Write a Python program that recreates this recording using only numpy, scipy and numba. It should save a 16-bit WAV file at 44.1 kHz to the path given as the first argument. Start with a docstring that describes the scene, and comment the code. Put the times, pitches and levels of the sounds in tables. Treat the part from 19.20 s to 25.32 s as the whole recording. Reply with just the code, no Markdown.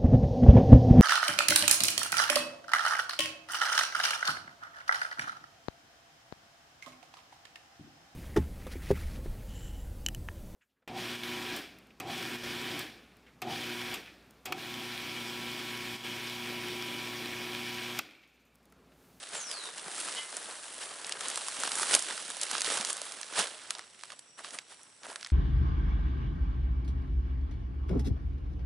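"""Plastic film crackles in tiny creases and louder snaps as a sack of soil is tipped into a plastic chest,
lifted, set down and the soil raked by hand on a concrete yard: struck damped sines, noise and filtered pops.
Soft thuds and a latch clink are damped sines; a bird's one whistle is a falling sine with noise echoes.
Behind it lie smooth far air and insects, made of broad and narrow bands of noise."""
import sys
import numpy as np
from scipy import signal
from scipy.fft import rfft, irfft
from scipy.io import wavfile
from scipy.ndimage import uniform_filter1d
from numba import njit

SR = 44100
rng = np.random.default_rng(int(sys.argv[2]) if len(sys.argv) > 2 else 0)


def to_wav(sig):
    """Store sig (one row per channel, or 1-D mono) as 16-bit WAV at the path in sys.argv[1].

    Samples outside -1..1 are clipped; the rate is SR.
    """
    pcm = np.clip(np.atleast_2d(sig), -1, 1) * 32767
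    pcm = np.round(pcm).astype(np.int16)
    wavfile.write(sys.argv[1], SR, pcm.T)  # frames by channels


N = 269892


# Colour of the rustling film: f/Hz, relative level/dB per Hz
FILM_COLOUR = [(18, -60), (30, -43), (227, -12.5), (263, -10.5), (623, -2), (778, -3.5), (1590, -1),
               (2360, -5), (2950, -2.5), (6490, -6), (8520, -1), (9640, -1), (10900, -7), (14200, -57),
               (22000, -120)]


def rustle(gains):
    """Swarms of creases over the hiss of sliding soil and film, as busy as the hands."""
    swarm = undb(2.0) * creases(count=4500, scatter_db=3.0, spread_s=.001, cycles=9.9, wander_db=2.5)
    hiss = wide_noise()
    parts = thirds(colour(swarm + hiss, FILM_COLOUR))
    # the heavy sack shifts air and shakes the ground: a faint rumble
    lowpass = signal.butter(2, 110, fs=SR, output="sos")
    rumble = signal.sosfilt(lowpass, wide_noise(spread=2.5))
    mix = sum(gain * level(part, 0) for gain, part in zip(gains, parts))
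    mix = mix + gains[1] * level(rumble, -35.0)
    return mix * sides(place_db(np.arange(N) / SR))


# Underlying rustle of the handled sack and sliding soil, swelling and fading:
# t/s, middle level/dB, dull level/dB re middle, crisp level/dB re middle
UNDERLYING_RUSTLE = [(0, -51, -2.5, -1), (0.3, -56.5, 1, 0.5), (0.63, -53.5, 2, 4), (0.78, -45, -1, 3.5),
                     (0.95, -45, -3, 0.5), (1.08, -51.5, -0.5, 3), (1.5, -52.5, 0, 3.5),
                     (1.97, -55, 5, 3.5), (2.05, -42.5, -0.5, -0.5), (2.4, -49, -3.5, 4),
                     (2.68, -45.5, 1.5, 5.5), (2.85, -44, -6, 1), (3.17, -48.5, -2, 1.5),
                     (3.33, -51, -3, -4), (3.6, -48, 3.5, 2), (3.75, -55.5, 4.5, -6), (4.06, -54, 0.5, 0.5),
                     (4.3, -52, -1.5, 1), (4.56, -55.5, 1, -7), (4.69, -65, -1, -1), (4.9, -57.5, -4, -2),
                     (4.96, -65, 1.5, -2), (5.45, -81, -13, -11), (5.6, -65, 3, 2.5), (5.82, -73, -1, 3),
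                     (6.12, -62, -10, -11)]
# Tugs at the sack and strokes through the soil:
# t/s, peak middle level/dB, rise/s, fall/s (each per SWING_DB), dull level/dB re middle, crisp level/dB re middle
TUGS = [(.156, -45, 0.041, .1, 0.5, 1.5), (.314, -49, 0.041, 0.072, 2.5, 3.5),
        (.474, -46.5, 0.082, 0.022, 0, 0.5), (.596, -49, 0.046, 0.024, -15, -5),
        (.67, -53.5, 0.019, .04, 8, -5), (.885, -48, 0.037, 0.039, 6, 1),
        (.99, -47, 0.046, 0.025, -0.5, -1), (1.174, -52, .1, .2, 2.5, 3.5), (1.3, -56, 0.055, .05, 8, -3),
        (1.619, -46, 0.038, 0.092, -0.5, 2), (1.904, -48.5, 0.1, 0.071, -1.5, -7),
        (2.469, -42, 0.17, 0.027, -1.5, -.5), (2.528, -46, 0.035, .07, 4.5, 2),
        (2.621, -42, 0.065, 0.03, 2, 7.5), (2.744, -31.5, 0.064, 0.037, -1.5, 1.5),
        (2.905, -45, .03, 0.065, 2, -4), (3.226, -40.5, 0.03, 0.043, -2.5, 0),
        (3.351, -37.5, 0.076, 0.07, -4, -2.5), (3.456, -38.5, 0.013, 0.22, -4.5, -2.5),
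        (3.547, -41, 0.12, 0.054, 1.5, 5), (3.702, -41.5, 0.061, 0.027, -9, 4.5),
        (3.869, -50, 0.16, 0.13, -4, 3.5), (4.022, -58, 0.039, 0.048, -12, -9),
        (4.197, -30, 0.034, 0.038, -1, -2), (4.519, -52, 0.068, 0.06, -15, -1),
        (4.595, -55.5, 0.033, 0.058, -1, -8), (4.932, -52.5, 0.018, 0.0087, 3, -3),
        (5.188, -53, .01, 0.028, 6, 2), (5.246, -47.5, 0.018, 0.063, -4, -3.5),
        (5.347, -48.5, 0.023, 0.025, 4, 5), (5.396, -59, .03, 0.071, -3, -17),
        (5.52, -54, 0.034, 0.035, -1, 0.5), (5.845, -59, 0.015, 0.16, 6.5, 2),
        (5.902, -57, 0.052, 0.1, 7, 5), (6.06, -59, 0.076, 0.1, -19, -13)]
SWING_DB = 10


def handling():
    """Dull, middle and crisp rustle gains: the power of the underlying rustle plus a swell for every tug."""
    t = np.arange(N) / SR
    s, *columns = np.transpose(UNDERLYING_RUSTLE)
    db, dull_db, crisp_db = (np.interp(t, s, c) for c in columns)
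    power = undb([db + dull_db, db, db + crisp_db]) ** 2
    for at, peak_db, rise, fall, dull_db, crisp_db in TUGS:
        # follow each swell down to four swings below its peak
        near = slice(max(int((at - 4 * rise) * SR), 0), int((at + 4 * fall) * SR))
        distance = np.maximum((at - t[near]) / rise, (t[near] - at) / fall)
        swell_db = peak_db - SWING_DB * distance
        power[:, near] += undb(swell_db + np.array([[dull_db], [0], [crisp_db]])) ** 2
    return np.sqrt(power)


def creases(count, scatter_db, spread_s, cycles, wander_db):
    """Each tiny crease rings six patches of film, each at its own pitch; big creases are rare."""
    u = rng.random((count, 6, 4))
    delay = -spread_s * SR * np.log(1 - u[:, :, 1])
    start = u[:, :1, 0] * N + delay
    hz = 150 + 11500 * u[:, :, 2]
    size = undb(-scatter_db * np.log(1 - .99 * u[:, :1, 3]))  # one size for all patches of a crease
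    strike = size * np.sign(u[:, :, 3] - .5) * np.sqrt(hz / 4000 + 0.07)
    pan_db = wander_db * rng.standard_normal(hz.shape)
    gain = (strike * sides(pan_db)).reshape(2, -1)
    t60 = (cycles / hz).ravel()
    return level(ring(start.ravel().astype(np.int64), hz.ravel(), t60, gain, N), 0)


# Loud snaps of the film:
# t/s, peak level/dB, dull part gain/dB, fold f/Hz, crisp part gain/dB
SNAPS = [(0.314, -15.5, -14, 2080, -1), (0.5809, -24.5, -6, 820, -3), (0.753, -28, -17.5, 760, 19),
         (0.801, -19, -3, 2200, 23), (0.8045, -20, -3, 2000, 20), (1.168, -13.5, 15, 1300, 22),
         (1.6217, -26.5, -0.5, 2050, -4.5), (1.846, -21, -8, 1130, -27), (1.8673, -19.5, -8, 1840, 23),
         (1.8946, -16.5, 3, 2080, 5), (1.923, -11.5, -14, 1850, -6), (2.0087, -16, -1, 1430, -0.5),
         (2.0842, -14, -3, 1800, 13), (2.101, -16, 2, 1930, 8), (2.1579, -13, -8, 2200, 10),
         (2.1749, -13.5, 8, 950, 8), (2.2839, -14, 4.5, 1030, 5), (2.4017, -15.5, -4, 580, 14),
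         (2.4354, -9, 7.5, 1150, 2.5), (2.4757, -15, 6, 1120, -5), (2.5182, -12.5, -6, 1370, -5),
         (2.555, -12, 1, 1650, 11), (2.597, -13.5, 11, 1120, 5), (2.623, -13, -10, 2020, 5),
         (2.6313, -11.5, 8, 1500, -3), (2.7407, -2.5, -0.5, 1960, 2), (2.75, 1.5, -3, 636, 5),
         (2.7925, -11, -7, 1740, 11), (2.8235, -14, -1, 1650, 8), (2.886, -19, 0, 1770, -6),
         (2.909, -21, 8, 1500, -8), (2.978, -20.5, 4, 1540, -5), (3.1022, -16.5, 10, 1110, 11.5),
         (3.1686, -20.5, 9, 600, 10), (3.2142, -10, -8, 870, 5), (3.233, -8, -9, 1080, 8),
         (3.314, -11, 7, 1660, 10.5), (3.3372, -25.5, 11, 1420, -9), (3.352, -18, 8, 1300, -13),
         (3.3818, -14.5, -2, 564, -3), (3.4076, -10.5, -11, 2200, 0), (3.4182, -7.5, -6, 1670, 0),
         (3.446, -14, -13, 1640, -4), (3.6108, -15, -4, 1720, -4), (3.6491, -8.5, -6, 1530, 4),
         (3.7042, -13, 10, 1010, 12), (3.7298, -12, -7, 1550, 14), (3.7684, -19, 5, 1130, 11),
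         (3.8168, -13.5, 4, 567, 6), (3.8534, -23, -23.5, 660, 21), (3.9215, -18.5, -9, 1490, 4),
         (4.0138, -19, -6, 1650, 9), (4.0312, -24, 1, 1780, -14), (4.1917, -6, 1, 765, 5),
         (4.226, -16, -2, 2020, 12), (4.271, -20, -13, 1060, -5), (4.5066, -8.5, -6, 1420, -2.5),
         (4.551, -24, -3, 1110, -17), (4.584, -27.5, 2, 1080, 0), (4.5933, -22.5, 7, 1550, -5),
         (4.793, -35, -6, 1700, -4), (4.8108, -33, -2, 1660, -6), (4.8356, -23, 0.5, 1370, -8),
         (4.8547, -31, 2, 1160, 4), (4.9032, -29.5, 2, 2000, -9), (4.92, -29, 8.5, 1160, -5),
         (4.9925, -25, -14, 1960, 8), (5.2464, -24.5, 6.5, 1220, -20), (5.3073, -26, -16, 2200, -3),
         (5.3875, -18.5, -2, 2370, -9), (5.6323, -31.5, -8, 2090, 16), (5.8336, -30, -4, 1830, -10),
         (5.857, -34, 15, 1830, -14), (5.867, -27.5, 27, 594, 18), (5.9016, -28.5, 6, 650, -19),
         (5.9174, -31, 24, 650, 12), (5.9589, -18, -1, 1570, -5), (6.011, -27, -13, 1990, -9),
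         (6.0291, -23, -3, 2000, -13), (6.0474, -23.5, -4, 1770, -16), (6.063, -25.5, -1, 1940, -17),
         (6.0707, -27.5, 6, 2060, 2), (6.102, -33, 1, 1920, -17)]


def snaps(rows, echo_s=0.001311, low_hz=500, high_hz=11000, sharpness=2.24):
    """A pop, its bounce off the concrete and a short film shiver; the fold rings dully at its own pitch."""
    lead, t = 64, np.arange(1000) / SR  # the lead, in samples, leaves room for the two-way filters
    echo, tail_db, tail_t60 = .55, -18, .016
    out = np.zeros((2, N + lead + len(t)))
    band = signal.butter(2, (low_hz, high_hz), "band", fs=SR, output="sos")
    for s, peak_db, dull_db, fold_hz, crisp_db in rows:
        mid, side = rng.standard_normal((2, len(t)))
        shiver = mid + 0.26 * side * np.array([[1], [-1]])
        pop = undb(tail_db) * shiver * undb(-60 * t / tail_t60)
        pop[:, 0] += 1
        pop[:, int(echo_s * SR * rng.uniform(.7, 1.3))] += echo
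        pop = np.pad(signal.sosfilt(band, pop), ((0, 0), (lead, 0)))
        dull, middle, crisp = thirds(pop)
        fold = signal.lfilter(*signal.iirpeak(fold_hz, sharpness, SR), dull)
        fold *= np.linalg.norm(dull) / np.linalg.norm(fold)
        pop = undb(dull_db) * fold + middle + undb(crisp_db) * crisp
        pop *= undb(peak_db) / np.abs(pop).max()
        pan_db = place_db(s) + 2 * rng.standard_normal()  # each snap wanders by 2 dB
        i = int(s * SR)
        out[:, i:i + lead + len(t)] += pop * sides(pan_db)[:, None]
    return out[:, lead:N + lead]


def small_snaps(gain, count):
    """Rows like SNAPS, at chance moments, standing out above the rustle and rising and falling with it."""
    above_rustle_db, scatter_db, colour_spread_db = 18.5, 2.5, 6.5
    u, g = rng.random((count, 2)), rng.standard_normal((count, 3))
    at = u[:, 0] * N
    rustle_db = 20 * np.log10(gain[at.astype(int)])
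    peak_db = rustle_db + above_rustle_db + scatter_db * g[:, 0]
    dull_db, crisp_db = colour_spread_db * g[:, 1], colour_spread_db * g[:, 2]
    fold_hz = 600 + 1600 * u[:, 1]
    return np.transpose([at / SR, peak_db, dull_db, fold_hz, crisp_db])


# The sack is carried off to the right: t/s, left minus right level/dB
PLACE = [(0, -0.5), (2, -0.5), (3.2, -2.5), (6.12, -2)]


def place_db(s):
    """Left-right level difference that places the sack at a given time."""
    return np.interp(s, *np.transpose(PLACE))


# Clods and the sack landing: t/s, strike level/dB before the softening low-pass, f/Hz
THUDS = [(0.664, -47, 180), (0.859, -61, 285), (1.256, -55, 204), (2.387, -44, 251), (2.684, -57, 236),
         (2.734, -59, 199), (3.028, -51, 299), (3.09, -48, 263), (3.478, -28.5, 463), (3.598, -38, 221),
         (4.181, -43, 198), (4.187, -50.5, 96), (5.884, -48, 272)]


def thuds(cycles=14.0, soft_hz=500):
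    """Soft blows on chest and ground: damped low cycles, rounded by the slow contact."""
    s, db, hz = np.transpose(THUDS)
    blows = ring((s * SR).astype(np.int64), hz, cycles / hz, undb([db, db]), N)
    return signal.sosfilt(signal.butter(2, soft_hz, fs=SR, output="sos"), blows)


# Blows on the latch of the chest: t/s, level/dB
CLINKS = [(.966, -42), (.975, -39), (.983, -36.5)]
# Ringing modes of the latch: f/Hz, level/dB re blow, t60/s
LATCH_MODES = [(2062, -1, 0.35), (2966, 1.5, 0.19), (3120, -7, .08), (3230, -5, 0.13), (3817, -20, .2),
               (4440, -11, 0.28)]


def latch():
    """The metal latch rattles: every blow rings all its modes as damped sines."""
    hz, db, t60 = np.tile(np.transpose(LATCH_MODES), len(CLINKS))
    s, blow_db = np.repeat(np.transpose(CLINKS), len(LATCH_MODES), axis=1)
    return ring((s * SR).astype(np.int64), hz, t60, undb([db + blow_db] * 2), N)


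def bird(echo_db=2.0, echo_t60=.3, waver=.022):
    """A slightly hoarse whistle, sliding down ever more slowly, with echoes from walls and trees."""
    start_s, start_db, fade_db_per_s = .135, -47.5, 9
    high_hz, low_hz, slide_s = 8110, 3593, .38
    attack_s, hold_s, release_s = 0.02, .28, 0.094
    t = np.arange(N) / SR
    age = np.maximum(t - start_s, 0)
    hz = low_hz + (high_hz - low_hz) * np.maximum(1 - age / slide_s, 0) ** 2
    envelope = np.interp(age, np.cumsum([0, attack_s, hold_s, release_s]), [0, 1, 1, 0])
    loudness = envelope * undb(start_db - fade_db_per_s * age)
    shake = level(uniform_filter1d(rng.standard_normal(N), 150), 0)  # makes the pitch hoarse
    phase = 2 * np.pi * np.cumsum(hz * (1 + waver * shake)) / SR
    tone = np.sqrt(2) * loudness * np.sin(phase)
    echoes = rng.standard_normal((2, SR // 3)) * undb(-60 * t[:SR // 3] / echo_t60)
    echoes *= undb(echo_db) / np.sqrt(np.sum(echoes[0] ** 2))
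    return tone + signal.fftconvolve(tone[None], echoes, axes=1)[:, :N]


# Colour of the far air: f/Hz, relative level/dB per Hz
AIR_COLOUR = [(30, -22), (100, -4), (350, -1.5), (1000, -7), (2500, -5.5), (4500, -12), (6500, -19.5),
              (8000, 1), (11000, -21)]
# Insect bands: f/Hz, width/Hz, level/dB before the swell
INSECTS = [(3220, 65, -85), (5270, 36, -78), (5730, 150, -67.5), (7740, 80, -70.5)]


def yard():
    """Smooth far air as coloured noise, and an insect chorus as narrow noise bands."""
    out = level(colour(wide_noise(spread=4.8), AIR_COLOUR), -63)
    for hz, width, db in INSECTS:
        band = signal.butter(2, (hz - width / 2, hz + width / 2), "band", fs=SR, output="sos")
        swell = level(uniform_filter1d(rng.standard_normal(N), SR // 4), 0)  # each band swells on its own
        chorus = level(signal.sosfilt(band, wide_noise(spread=2.8)), db)
        out = out + undb(2.4 * swell) * chorus
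    return out


# Likeness of the two channels: f/Hz, correlation before the spread exponent
LIKENESS = [(30, 0.74), (100, 1), (1000, 0.61), (3000, 0.61), (10000, 0.91)]


def wide_noise(spread=0.77):
    """White noise in two channels from mid and side; a larger spread makes them less alike."""
    c = np.clip(along(LIKENESS, np.arange(N // 2 + 1) * SR / N) ** spread, 0, 1)
    mid, side = rfft(rng.standard_normal((2, N)))
    return irfft(mid * np.sqrt(1 + c) + side * np.sqrt(1 - c) * np.array([[1], [-1]]), N)


@njit
def ring(start, hz, t60, gain, length):
    """Damped sines, each struck once at a start sample and dying by 60 dB in t60 seconds."""
    out = np.zeros((2, length))
    for k in range(len(start)):
        # one turn and decay per sample
        p = np.exp(2j * np.pi * hz[k] / SR - np.log(1000) / (t60[k] * SR))
        z = 1 + 0j
        for i in range(start[k], min(start[k] + int(t60[k] * SR) + 1, length)):
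            out[0, i] += gain[0, k] * z.real
            out[1, i] += gain[1, k] * z.real
            z *= p
    return out


def thirds(x):
    """Split into dull, middle and crisp parts that add up to the whole."""
    dull_hz, crisp_hz = 2200, 6000
    dull = signal.sosfiltfilt(signal.butter(3, dull_hz, "low", fs=SR, output="sos"), x)
    crisp = signal.sosfiltfilt(signal.butter(3, crisp_hz, "high", fs=SR, output="sos"), x)
    return dull, x - dull - crisp, crisp


def colour(x, table):
    """Filter a sound by a table of f/Hz, level/dB."""
    hz = np.arange(N // 2 + 1) * SR / N
    return irfft(rfft(x) * undb(along(table, hz)), N)


def along(table, hz):
    """Read a table of f/Hz, value on a log frequency axis."""
    f, v = np.transpose(table)
    return np.interp(np.log(hz + 1), np.log(f), v)


def sides(pan_db):
    """Left and right gains from a left minus right level in dB."""
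    return undb(np.array([pan_db, -pan_db]) / 2)


def level(x, db):
    """Scale to an rms level in dB."""
    return x * undb(db) / np.sqrt(np.mean(x ** 2))


def undb(db):
    """Decibels to gain."""
    return 10 ** (np.asarray(db) / 20)


def scene():
    """Film and soil in front, then thuds, latch and bird, with the yard behind."""
    gains = handling()
    film = rustle(gains) + snaps(SNAPS) + snaps(small_snaps(gains[1], count=60))
    return film + thuds() + latch() + bird() + yard()


# Colour difference of the microphone pair: f/Hz, left minus right level/dB
PORTS = [(30, -0.5), (400, 1.5), (2000, 0), (10000, -1)]


def record(dry):
    """The two microphone ports differ a little in colour; a steep low-pass cuts the top."""
    balance_db = along(PORTS, np.arange(N // 2 + 1) * SR / N)
    ports = irfft(rfft(dry) * sides(balance_db), N)
    top_hz = 11100
    return signal.sosfilt(signal.ellip(10, .3, 40, top_hz, fs=SR, output="sos"), ports)


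dry = scene()
out = record(dry)
to_wav(out)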